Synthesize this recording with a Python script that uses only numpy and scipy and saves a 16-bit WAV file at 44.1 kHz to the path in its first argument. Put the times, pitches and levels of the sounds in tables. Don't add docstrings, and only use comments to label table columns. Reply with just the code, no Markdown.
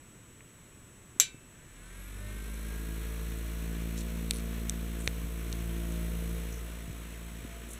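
import sys
import numpy as np
from scipy import signal
from scipy.fft import rfft, irfft, next_fast_len
from scipy.io import wavfile
from scipy.ndimage import uniform_filter1d

SR = 44100
rng = np.random.default_rng(int(sys.argv[2]) if len(sys.argv) > 2 else 0)


def dump_mix(stems):
    frames = np.atleast_2d(stems).T
    limited = np.clip(frames, -1, 1)
    pcm = np.round(limited * 32767).astype(np.int16)
    wavfile.write(sys.argv[1], SR, pcm)


N = 343539
TIME = np.arange(N) / SR
BINS = np.fft.rfftfreq(N, 1 / SR)
SWITCH_S = 1.1997
TOP_SPEED, SPIN_UP_S = 56.637, 0.487


def gain_of(db):
    return 10 ** (np.asarray(db) / 20)


def evened(x):
    return x / np.sqrt(np.mean(x ** 2) + 1e-20)


def read(points, hz):
    f, value = np.transpose(points)
    return np.interp(np.log(hz + 1), np.log(f + 1), value)


def curve(rows):
    return np.interp(TIME, *np.transpose(rows))


def add(mix, s, sound):
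    part = mix[round(s * SR):][:len(sound)]
    part += sound[:len(part)]


def noise(colour):
    spectrum = rfft(rng.standard_normal(N))
    return evened(irfft(spectrum * gain_of(read(colour, BINS)), N))


def drift(rate_hz, step=16):
    size = next_fast_len(N // step + 2)
    hz = np.fft.rfftfreq(size, step / SR)
    coarse = irfft(rfft(rng.standard_normal(size)) * np.exp(-(hz / rate_hz) ** 2), size)
    return np.interp(np.arange(N) / step, np.arange(size), evened(coarse))


def bell(hz, centre_hz, octaves):
    return np.exp(-0.5 * (np.log2((hz + 1) / centre_hz) / octaves) ** 2)


# [f/Hz, relative level per Hz/dB]
ROOM_COLOUR = [(20, -7), (60, -1.5), (150, -3), (350, -8.5), (700, -18.5), (1300, -17.5), (2300, -19),
               (4000, -23.5), (7000, -22.5), (10000, -26.5), (13000, -30.5), (16000, -40)]


def room(floor_db=-55, hum_hz=118, hum_db=-67):
    low_hum = np.sqrt(2) * gain_of(hum_db) * np.sin(2 * np.pi * hum_hz * TIME)
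    return gain_of(floor_db) * noise(ROOM_COLOUR) + low_hum


def whistle(db=-62.5, hz=7867, slips_per_s=30):
    slips = uniform_filter1d(np.floor(slips_per_s * TIME), 120)
    cycles = hz * TIME + slips / 2
    return np.sqrt(2) * gain_of(db) * np.sin(2 * np.pi * cycles)


# [f/Hz, relative level/dB, t60/s]
TICK_MODES = [(1930, -0.5, 0.0044), (2420, -0.5, 0.0056), (3380, 0, 0.0031), (3640, -0.5, 0.0069),
              (4460, 2.5, 0.0053), (5750, 4, 0.0024), (6300, 2.5, .004), (8020, 0, 0.0033),
              (9450, -3.5, 0.0031), (12000, -7, .003), (14400, -9, 0.0027)]


def tick(db, centre_hz, octaves, dull_hz, dull_db=-12, dull_octaves=0.1):
    t = np.arange(SR // 20) / SR
    ring = np.zeros(len(t))
    for k, (hz, mode_db, t60) in enumerate(TICK_MODES):
        level_db = mode_db + dull_db * bell(hz, dull_hz, dull_octaves)
        stirred = bell(hz, centre_hz, octaves) * gain_of(level_db)
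        sign = (-1) ** k
        ring += sign * stirred * gain_of(-60 * t / t60) * np.sin(2 * np.pi * hz * t)
    return gain_of(db) * ring / abs(ring).max()


# [t/s, peak level/dB, centre f/Hz, spread/octaves, dull f/Hz]
TICKS = [(0.407, -41, 1920, 0.45, 4000), (2.543, -36, 6500, 0.63, 4500), (3.387, -35, 8500, 0.51, 6000),
         (4.3092, -8, 5900, 0.88, 6170), (4.6963, -13, 6600, 0.72, 4550), (5.0757, -10.5, 2500, 1.25, 7800),
         (5.5272, -20.5, 5400, 0.67, 7250), (5.922, -34, 8000, 0.45, 4500)]
# [t/s, level/dB, f/Hz, t60/s]
BUMPS = [(1.163, -38, 269, 0.02), (1.345, -33.5, 227, 0.014), (5.0758, -20, 110, 0.025),
         (5.076, -27, 478, 0.0082), (5.245, -28, 110, 0.045), (6.879, -31, 125, 0.045),
         (6.899, -27.5, 127, 0.048), (7.425, -34, 90, 0.04), (7.449, -29, 260, 0.025)]
# [t/s, length/s, rms level/dB, centre f/Hz, spread/octaves]
RUBS = [(3.958, 0.07, -43.5, 5470, 0.55), (4.31, 0.11, -49.5, 9700, 0.14), (4.97, 0.15, -52, 8350, 0.22),
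        (6.485, 0.13, -55, 6000, 0.18), (7.676, 0.092, -49, 8400, 0.42)]


def handling(grain_db=5, bump_attack_s=0.00034):
    out = np.zeros(N)
    for s, db, centre_hz, octaves, dull_hz in TICKS:
        add(out, s, tick(db, centre_hz, octaves, dull_hz))

    t = np.arange(SR // 5) / SR
    for s, db, hz, t60 in BUMPS:
        attack = 1 - np.exp(-t / bump_attack_s)
        add(out, s, gain_of(db - 60 * t / t60) * -np.sin(2 * np.pi * hz * t) * attack)

    for s, length, db, centre_hz, octaves in RUBS:
        grains = rng.standard_normal(SR) * gain_of(grain_db * drift(160)[:SR])
        colour = bell(np.fft.rfftfreq(SR, 1 / SR), centre_hz, octaves)
        rub = evened(irfft(rfft(grains) * colour, SR)[:round(length * SR)])
        add(out, s, gain_of(db) * rub * signal.windows.tukey(len(rub), 0.7))
    return out


# [f/Hz, relative level/dB, t60/s]
CAGE_MODES = [(1536, -23, 0.52), (2200, -27, 0.58), (2358, -9, 0.28), (2644, -21, 0.65), (3700, -16, 0.33),
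              (3520, -15, 0.21), (3800, -7, 0.23), (3910, -3, 0.19), (4452, -6, 0.22), (4780, 4.5, 0.18),
              (4990, -19, 0.17), (5560, -15, 0.15), (5900, 0.5, 0.14), (6330, -5, 0.17), (6600, -23, 0.28),
              (6982, -4, 0.12), (7200, 0, 0.18), (7470, 11.5, 0.087), (7800, -3, 0.14), (8500, -12, 0.056),
              (9227, -8, 0.1), (9560, -9, 0.12), (10300, -22, 0.14), (11560, 0.5, 0.06)]
# [f/Hz, relative level per Hz/dB]
SHIMMER_COLOUR = [(200, -13), (500, -5), (900, -18), (1500, -7), (2300, 0.5), (3800, 6.5), (5200, 7.5),
                  (7500, 1.5), (9000, -2), (13000, -3), (16000, -27)]
# [f/Hz, t60/s]
SHIMMER_T60 = [(500, 0.11), (2400, 0.2), (7000, 0.15), (14000, 0.094)]


def switch(snap_db=1, snap_hz=6300, snap_s=0.00018, crack_db=-13, crack_s=0.00094, ring_db=-27, shimmer_db=-22):
    t = np.arange(SR) / SR
    snap_shape = t / snap_s * np.exp(1 - t / snap_s)
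    snap = gain_of(snap_db) * snap_shape * np.sin(2 * np.pi * snap_hz * t)

    crack = gain_of(crack_db) * rng.standard_normal(SR) * np.exp(-t / crack_s)
    crack = signal.lfilter(*signal.butter(2, 1300, "high", fs=SR), crack)

    ring = np.zeros(SR)
    for hz, db, t60 in CAGE_MODES:
        decay = gain_of(ring_db + db - 60 * t / t60)
        ring += decay * np.sin(2 * np.pi * (hz * t + rng.random()))

    hz, when, bands = signal.stft(noise(SHIMMER_COLOUR)[:SR], SR, nperseg=256)
    dying = gain_of(shimmer_db - 60 * when / read(SHIMMER_T60, hz)[:, None])
    shimmer = signal.istft(bands * dying, SR, nperseg=256)[1][:SR]

    spreading = 1 - np.exp(-t / 0.00031)
    out = np.zeros(N)
    add(out, SWITCH_S, snap + crack + (ring + shimmer) * spreading)
    return out


def rotor(unsteady=0.00019):
    since = np.maximum(TIME - SWITCH_S, 0)
    speed = TOP_SPEED * (1 - np.exp(-since / SPIN_UP_S)) * (1 + unsteady * drift(2.53))
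    turns = np.cumsum(speed) / SR
    return speed, turns


# [t/s, nearness as a level/dB]
NEARNESS = [(3.0, -35.5), (3.39, -36), (5.37, -37), (6.05, -34.5), (6.35, -35.5), (6.82, -42.5), (7.7, -45)]
USUAL_DB = -37


def loudness(speed, db, power, near_share):
    nearness_db = near_share * (curve(NEARNESS) - USUAL_DB)
    return gain_of(db + nearness_db) * (speed / TOP_SPEED) ** power


# [multiple of the turn, relative level/dB]
TURN_OVERTONES = [(2, -3.5), (3, 3), (5, -9.5), (6, -7.5), (7, -22), (8, -8.5), (9, -16.5), (11, -17.5)]
# [t/s, relative level/dB]
BLADE_TONE = [(2.7, -48), (3.3, -57), (3.95, -45.5), (4.65, -45), (5.4, -53.5), (6.0, -50), (6.9, -60),
              (7.6, -56)]


def hum(speed, turns, waver_db=2.6, lag=0.26, dead_hz=149, dead_db=-13, dead_octaves=0.085,
        blade_db=2.5, blade_power=7):
    angle = 2 * np.pi * turns
    overtones = np.zeros(N)
    for order, db in TURN_OVERTONES:
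        level_db = db + waver_db * drift(3.0)
        level_db += dead_db * bell(order * speed, dead_hz, dead_octaves)
        overtones += gain_of(level_db) * np.sin(order * (angle - lag))

    shake = np.sin(angle) * loudness(speed, db=-34.0, power=5.7, near_share=1.04)
    blades = np.sin(4 * (angle - lag)) * gain_of(curve(BLADE_TONE) + blade_db)
    blades *= (speed / TOP_SPEED) ** blade_power
    return shake + blades + overtones * loudness(speed, db=-45.5, power=12.7, near_share=1.22)


# [f/Hz, width/Hz, relative level/dB]
FRAME_MODES = [(98, 8.8, -47.5), (607, 37, -59.5), (1540, 200, -65), (1760, 320, -61.5), (2166, 150, -65)]


def whine(speed, turns, waver_db=2.5, settled_db=-17, steady_db=-62.0):
    sweep = np.zeros(N)
    for order in [2, 12, 18, 30, 36, 42, 48, 54]:
        response = np.zeros(N)
        for hz, width, db in FRAME_MODES:
            response += gain_of(db) / (1 + (2 * (order * speed - hz) / width) ** 2)
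        tone = np.sin(2 * np.pi * (order * turns + rng.random()))
        sweep += response * gain_of(waver_db * drift(4.5)) * tone

    pace = speed / TOP_SPEED
    settling = gain_of(settled_db * pace ** 40)
    note = np.sin(2 * np.pi * 12 * turns) * pace ** 12
    return 2 * sweep * pace ** 3 * settling + note * gain_of(steady_db + waver_db * drift(3.3))


def cage_song(speed, db=-66, width_hz=14, settled_db=-4, count=4):
    response = np.zeros(len(BINS))
    for hz, mode_db, _ in CAGE_MODES[:count]:
        response += gain_of(mode_db / 2) / (1 + (2 * (BINS - hz) / width_hz) ** 2)
    song = evened(irfft(rfft(rng.standard_normal(N)) * response, N))
    pace = speed / TOP_SPEED
    return song * pace ** 2 * gain_of(db + settled_db * pace ** 24)


# [f/Hz, relative level per Hz/dB]
BUFFET_COLOUR = [(20, -18), (60, 2), (110, 1), (250, 2.5), (420, -0.5), (650, -8.5), (1000, -31),
                 (3000, -49)]
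# [f/Hz, relative level per Hz/dB]
RUSH_COLOUR = [(100, -10), (600, -3), (1100, 0), (1700, 1), (2500, 1), (3200, -2), (4000, -2), (6300, -6),
               (8500, -13), (11000, -16), (13000, -23), (16000, -28)]


def air(speed, turns, buffet_depth=0.65, rush_depth=0.13, flutter_db=0.8):
    pulse = np.cos(2 * np.pi * (turns - 0.1))
    buffet = noise(BUFFET_COLOUR) * (1 + buffet_depth * pulse)
    rush = noise(RUSH_COLOUR) * (1 + rush_depth * pulse) * gain_of(flutter_db * drift(18))
    buffet *= loudness(speed, db=-52.5, power=5.6, near_share=0.45)
    rush *= loudness(speed, db=-51.5, power=3.9, near_share=0.25)
    return buffet + rush


# [f/Hz, relative level per Hz/dB]
HOUSING = [(500, -15), (1300, 2.5), (2600, -4), (4000, 1), (6000, -2), (7500, -5.5), (8700, 2),
           (10000, -1.5), (11000, 6), (12200, -3), (13300, -0.5), (14100, 9), (14700, -1.5), (15800, -6)]


def brushes(speed, turns, wear_hz=0.078, size=8192):
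    ripples = np.arange(size // 2 + 1)
    smoothing = 0.25 * (ripples < 400) + 0.75 / np.sqrt(1 + (ripples / 256) ** 40)
    tracks = irfft(rfft(rng.standard_normal((2, size))) * smoothing)
    place = np.arange(size) / size
    first, second = (np.interp(turns, place, track, period=1) for track in tracks)

    shift = 2 * np.pi * wear_hz * TIME
    contact = first * np.cos(shift) + second * np.sin(shift)
    pressure = 1 + 0.3 * np.cos(2 * np.pi * 6 * turns) + 0.3 * np.cos(2 * np.pi * turns)
    radiated = evened(irfft(rfft(contact * pressure) * gain_of(read(HOUSING, BINS)), N))
    return radiated * loudness(speed, db=-54.2, power=3.3, near_share=0.7)


def squeak(turns, db=-60, width_hz=260, ripples=249, peak_s=2.03, swell_s=0.085):
    angle = 2 * np.pi * ripples * turns
    swell = np.exp(-((TIME - peak_s) / swell_s) ** 2)
    band = drift(width_hz) * np.cos(angle) + drift(width_hz) * np.sin(angle)
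    return gain_of(db) * band * swell


SKID_S, SKID_STEP_S, SKID_FADE_DB_PER_S = 4.3348, 0.0086, 65


def skid(db=-31.5, centre_hz=6000, octaves=1.0, dull_hz=7000, count=9):
    out = np.zeros(N)
    chances = rng.uniform(-1, 1, (count, 2)) * [0.2, 5]
    for k, (late_steps, uneven_db) in enumerate(chances):
        since = (k + late_steps) * SKID_STEP_S
        level_db = db - SKID_FADE_DB_PER_S * since + uneven_db
        add(out, SKID_S + since, tick(level_db, centre_hz, octaves, dull_hz))
    return out


def scene():
    surroundings = room() + whistle() + handling() + switch()
    speed, turns = rotor()
    fan = hum(speed, turns) + whine(speed, turns) + cage_song(speed)
    fan += air(speed, turns) + brushes(speed, turns) + squeak(turns)
    return (surroundings + fan + skid())[None]


# [f/Hz, width/Hz, depth/dB]
MIC_DIPS = [(800, 77, 13), (4787, 1760, 16)]
EDGE_HZ = 15750


def record(dry):
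    for hz, width, depth_db in MIC_DIPS:
        band = signal.lfilter(*signal.iirpeak(hz, hz / width, fs=SR), dry)
        dry = dry - (1 - gain_of(-depth_db)) * band
    low_pass = signal.firwin(255, EDGE_HZ, window=("kaiser", 9), fs=SR)
    return signal.oaconvolve(dry, low_pass[None], "same")


dry = scene()
out = record(dry)
dump_mix(out)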